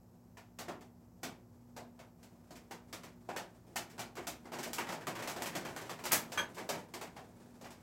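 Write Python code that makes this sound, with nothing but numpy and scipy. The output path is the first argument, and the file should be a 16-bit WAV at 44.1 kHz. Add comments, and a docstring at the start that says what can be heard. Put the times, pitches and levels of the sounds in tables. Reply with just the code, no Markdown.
"""A small, hard-walled room under a rainy roof, heard from one microphone inside.
Single drops land overhead at first, then a spell of heavier patter sets in. Each drop is a short click,
coloured by the roof and drawn out by the walls; one lands on something hard that rings.
Underneath lie a faint mains and motor hum and the rush of the room's air."""
import sys
import numpy as np
from scipy import signal
from scipy.fft import rfft, irfft, next_fast_len
from scipy.io import wavfile
from scipy.ndimage import map_coordinates

SR = 44100
rng = np.random.default_rng(int(sys.argv[2]) if len(sys.argv) > 2 else 0)


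def unload_wav(signal):
    """Save mono or channel-first audio to the path in sys.argv[1] as 16-bit WAV at rate SR, clipped to [-1, 1]."""
    wavfile.write(
        sys.argv[1],
        SR,
        np.round(np.clip(np.atleast_2d(signal).T, -1, 1) * 32767).astype(np.int16),
    )


N = 344862


def amp(db):
    """Decibels to gain."""
    return 10 ** (np.asarray(db) / 20)


def unit(x):
    """Scale to rms 1."""
    return x / np.sqrt(np.mean(x ** 2) + 1e-20)


def along(points, hz):
    """Read (freq_hz, value) points on a log frequency axis."""
    freqs, values = np.transpose(points)
    return np.interp(np.log(hz + 1), np.log(freqs + 1), values)


def wobble(rate, size):
    """A smooth random curve, rate knots a second."""
    knots = rng.standard_normal(int(size * rate / SR) + 4)
    return map_coordinates(knots, [np.arange(size) * rate / SR])


def filtered(x, gain):
    """Apply a gain that depends on frequency."""
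    size = next_fast_len(len(x) + 4096)
    return irfft(rfft(x, size) * gain(np.fft.rfftfreq(size, 1 / SR)), size)[:len(x)]


def add(track, start_s, sound):
    """Mix a sound into the track."""
    part = track[max(round(start_s * SR), 0):][:len(sound)]
    part += sound[:len(part)]


def room_tone(air_db=-64.0, waver_db=2.9, drift_rad=.35):
    """A slightly unsteady hum in the low rush and faint hiss of the room's air."""
    # spectrum of the air: freq_hz, gain_db
    air_colour = [(20, -32), (42, -14), (57, -3), (72, -5), (108, 3.5), (135, -9), (185, 0.5), (215, -6),
                  (300, -9), (850, -15.5), (1700, -30.5), (3500, -39.5), (5200, -32.5), (8300, -33.5),
                  (9500, -50), (10600, -33.5), (15500, -34.5)]
    # mains and motor lines: pitch_hz, rms_db
    hum_lines = [(59.8, -74.5), (94.3, -77.5), (107.5, -74.5), (120, -71), (166, -76), (178, -73.5),
                 (240, -64.5), (359, -79)]
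    t = np.arange(N) / SR
    air = unit(filtered(rng.standard_normal(N), lambda hz: amp(along(air_colour, hz))))
    hum = np.zeros(N)
    for hz, db in hum_lines:
        level = amp(db + waver_db * wobble(4.4, N))
        hum += level * np.sin(2 * np.pi * hz * t + drift_rad * wobble(3.1, N))
    return amp(air_db) * air + np.sqrt(2) * hum


def room_tail(hold_s=.014):
    """The room's answer to a click: dense wall echoes hold briefly, then the treble dies first."""
    # reverberation time: freq_hz, t60_s
    decay = [(150, 0.59), (400, 0.39), (1000, .31), (2700, 0.28), (7000, 0.21), (15000, 0.19)]
    hz, t, spectrum = signal.stft(rng.standard_normal(SR // 2), SR, nperseg=256)
    fade_db = -60 * np.maximum(t - hold_s, 0) / along(decay, hz)[:, None]
    return signal.istft(spectrum * amp(fade_db), SR, nperseg=256)[1]


def roof_db(hz):
    """The lift that the roof's resonances give to whatever lands on it."""
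    # roof resonances: centre_hz, width_hz, lift_db
    modes = [(358, 37, 4), (724, 33, 1), (932, 87, 3), (1475, 115, 1.5), (2346, 105, 2)]
    return sum(db / (1 + ((hz - centre) / (width / 2)) ** 2) for centre, width, db in modes)


def rain_db():
    """The strength of the rain at every sample: it builds, then eases a little."""
    # rain over the whole roof: time_s, level_db
    strength = [(0, -79), (2.3, -69.5), (3.3, -65.5), (4.4, -63), (4.7, -58), (5.6, -55), (6.3, -56.5),
                (6.9, -60.5), (7.8, -62)]
    return np.interp(np.arange(N) / SR, *np.transpose(strength))


def drop_rate(heavy_per_s, doubling_db, heavy_db=-55):
    """Drops a second at every sample: the stronger the rain, the denser they fall."""
    return heavy_per_s * 2 ** ((rain_db() - heavy_db) / doubling_db)


def far_patter(scatter_db=3, patches=6):
    """Many small distant drops, dulled by the roof; each patch of roof has its own echoes."""
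    # spectrum of the distant drops: freq_hz, gain_db
    colour = [(45, -15), (120, -3.5), (180, 2), (400, -3), (800, -8), (1500, -15), (3000, -23.5),
              (8000, -22.5), (15500, -33)]
    density = drop_rate(heavy_per_s=100, doubling_db=14)
    rain = np.zeros(N)
    for _ in range(patches):
        lands = rng.random(N) < density / (SR * patches)
        sizes = amp(scatter_db * np.clip(rng.standard_normal(N), -2, 2))
        rain += signal.fftconvolve(lands * sizes, room_tail())[:N]
    rain = filtered(rain / np.sqrt(density), lambda hz: amp(along(colour, hz) + roof_db(hz)))
    return amp(rain_db()) * unit(rain)


def spot_db(hz, depth_db=2.0, spacing_hz=140, corner_hz=3500):
    """Each landing spot favours the roof's modes differently: a ripple that evens out in the treble."""
    ripple = map_coordinates(rng.standard_normal(512), [hz / spacing_hz], mode="mirror")
    return depth_db * ripple / np.sqrt(1 + (hz / corner_hz) ** 2)


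def spray_db(level_db, thud_db, click_db, burst_above_db=-31):
    """A drop's fine spray: less from a dull landing, more from a sharp one or a drop that bursts."""
    burst_db = 1.3 * max(level_db - burst_above_db, 0)
    return -10 - .2 * thud_db + .15 * click_db + burst_db


def drop(start_s, level_db, thud_db, knock_db, click_db):
    """One near drop as (start_s, sound): a direct click and its echoes, tinted by where it lands."""
    # spectrum common to the near drops: freq_hz, gain_db
    colour = [(53, -45), (90, -15.5), (176, -3), (209, -7), (242, -3.5), (527, -3.5), (667, 0.5),
              (1070, -4.5), (1720, -6), (1840, -5), (3900, -12.5), (7950, -8), (9050, -12.5), (13000, -9.5),
              (15500, -14)]
    thud_hz, knock_hz, tick_hz, spray_hz = 670, 1830, 4850, 12100
    tint = [(thud_hz, thud_db), (knock_hz, knock_db), (tick_hz, 0),
            (spray_hz, spray_db(level_db, thud_db, click_db))]
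    colour_rms = np.sqrt(np.mean(amp(along(colour, np.linspace(0, SR / 2, SR))) ** 2))
    lead = 128  # samples for the filter to spread ahead of the click
    hit = np.pad(room_tail(), (lead, 0))
    hit[lead] += amp(click_db)
    hit = filtered(hit, lambda hz: amp(along(colour, hz) + along(tint, hz) + roof_db(hz) + spot_db(hz)))
    return start_s - lead / SR, amp(level_db) * hit / colour_rms


def small_drops(over_rain_db=3, thud_db=4, knock_db=4, click_db=10, scatter_db=1.5):
    """Lesser drops land overhead at uneven moments, more and louder as the rain thickens."""
    fallen = np.cumsum(drop_rate(heavy_per_s=14, doubling_db=2.5)) / SR
    strength_db, track = rain_db(), np.zeros(N)
    for k in range(int(fallen[-1])):
        at = np.searchsorted(fallen, k + rng.random())
        typical_db = [strength_db[at] + over_rain_db, thud_db, knock_db, click_db]
        add(track, *drop(at / SR, *rng.normal(typical_db, scatter_db)))
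    return track


def ping(start_s=6.375, gain_db=-38, blur=0.81, blur_per_s=220, hold_s=0.022, knock_db=12, knock_hz=2300):
    """One drop knocks on a hard object that rings; wall echoes blur each of its modes."""
    # modes of the object: pitch_hz, level_db, t60_s
    modes = [(610, -9, 0.22), (940, -6, 0.21), (1190, -5, 0.17), (1520, -1, 0.2), (1690, -1, .19),
             (2140, -12.5, 0.21), (2350, -4.5, 0.15), (3260, 0, 0.15), (6200, -7.5, 0.15),
             (6500, -14, 0.19), (7960, -16, 0.17), (11130, -17, 0.16), (13080, -19, .16),
             (13720, -25.5, .16)]
    size = SR // 2
    t = np.arange(size) / SR
    ring = np.zeros(size)
    for hz, db, t60 in modes:
        echoes = 1 + blur * (wobble(blur_per_s, size) + 1j * wobble(blur_per_s, size))
        tone = np.real(echoes * np.exp(2j * np.pi * (hz * t + rng.random())))
        fade = amp(-60 * np.maximum(t - hold_s, 0) / t60)
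        mode = tone * fade
        ring += amp(db) * mode * np.linalg.norm(fade) / np.linalg.norm(mode)
    attack = 1 - np.exp(-t / 0.00068)
    knock = filtered(room_tail()[:size], lambda hz: hz / (hz + 200) / (1 + (hz / knock_hz) ** 2))
    track = np.zeros(N)
    add(track, start_s, amp(gain_db) * (ring * attack + amp(knock_db) * knock))
    return track


def big_drops():
    """The drops that stand out, landing on the roof above the microphone."""
    # landings: start_s, level_db, thud_db, knock_db, click_db (the last three relative to the level)
    landings = [(0.371, -54.5, 3.5, 2.5, 9), (0.588, -40, 0, -4, 6), (0.683, -47, 9.5, 3, 1),
                (0.809, -57.5, 4, -3, 6), (1.232, -37.5, 0, -3, 3), (1.765, -47.5, 7, -2, 9),
                (1.991, -56, 6.5, 2, 5), (2.229, -55.5, -5, -6, 6), (2.507, -52.5, 6, -6, 4),
                (2.555, -53, -6, -2, 6), (2.71, -46.5, 1.5, 0, 6), (2.928, -41.5, -3.5, -2, 3),
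                (3.034, -50, 0, 0, 6), (3.289, -49.5, 13, 6.5, 3), (3.363, -38.5, 1, -.5, 0),
                (3.759, -33, -5, -4, 9), (3.899, -55.5, -8, -.5, 6), (3.98, -49, 4, 4, 2),
                (3.993, -39, 1, -3, 8), (4.154, -52, -1, 0, 8), (4.169, -47, 7.5, 6.5, 5),
                (4.27, -36, -6.5, -5.5, 16), (4.455, -58, 10, 5, 8), (4.519, -48, 8, 1, 6),
                (4.534, -45.5, 2, 3.5, 7), (4.587, -42, 2.5, -2.5, 6), (4.63, -39, -11, -1, 6),
                (4.663, -48, 9, -8, 17), (4.733, -38, -12, -6.5, 24.5), (4.784, -37.5, 2, 6, 11),
                (4.868, -51, 5, 6, 10), (4.889, -42.5, 4.5, 3.5, 6), (4.922, -42.5, 6.5, 1, 8),
                (5.07, -39, 4.5, 2, 19), (5.153, -46, 3, 6, 4), (5.191, -46, 5.5, 6, 8),
                (5.224, -44, .5, 3.5, 14), (5.274, -37, -.5, -3, 6), (5.298, -43, -1, 0, 24),
                (5.362, -44.5, 6, 2.5, 5), (5.422, -39, -1, -3, 25), (5.459, -38.5, -1, 0, 15),
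                (5.552, -37, 1.5, 0, 9), (5.65, -44.5, 6.5, 3.5, 7), (5.764, -44.5, 2, 3, 21.5),
                (5.812, -47.5, 3.5, 0, 6), (5.895, -42.5, 1.5, 2, 8), (6.039, -40, -3, -6, 7),
                (6.055, -36, -2, -1.5, 21.5), (6.113, -41, 2.5, 16.5, 5), (6.12, -26, -10.5, -8, 22),
                (6.132, -31, -4, -2.5, 24), (6.32, -40.5, -2.5, -1.5, 7), (6.546, -52, -12, -5, 6),
                (6.568, -52, 10, 4, 9), (6.582, -46, 5.5, 2.5, 3), (6.691, -34, -1, -2.5, 9),
                (6.733, -48.5, 10, 4.5, 8), (6.938, -41.5, 1, -2, 4), (7.012, -43.5, 2, -.5, 8),
                (7.165, -52.5, 9, 3, 6), (7.612, -53.5, 5, -5, 6), (7.644, -53.5, 3.5, 4.5, 6),
                (7.705, -51.5, -1, -4, 6)]
    track = np.zeros(N)
    for landing in landings:
        add(track, *drop(*landing))
    return track


def scene():
    """Everything as it reaches one microphone in the room."""
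    return (big_drops() + ping() + far_patter() + room_tone() + small_drops())[None]


def record(dry, top_hz=15850):
    """The recorder keeps nothing above its band limit."""
    return np.array([filtered(channel, lambda hz: hz < top_hz) for channel in dry])


dry = scene()
out = record(dry)
unload_wav(out)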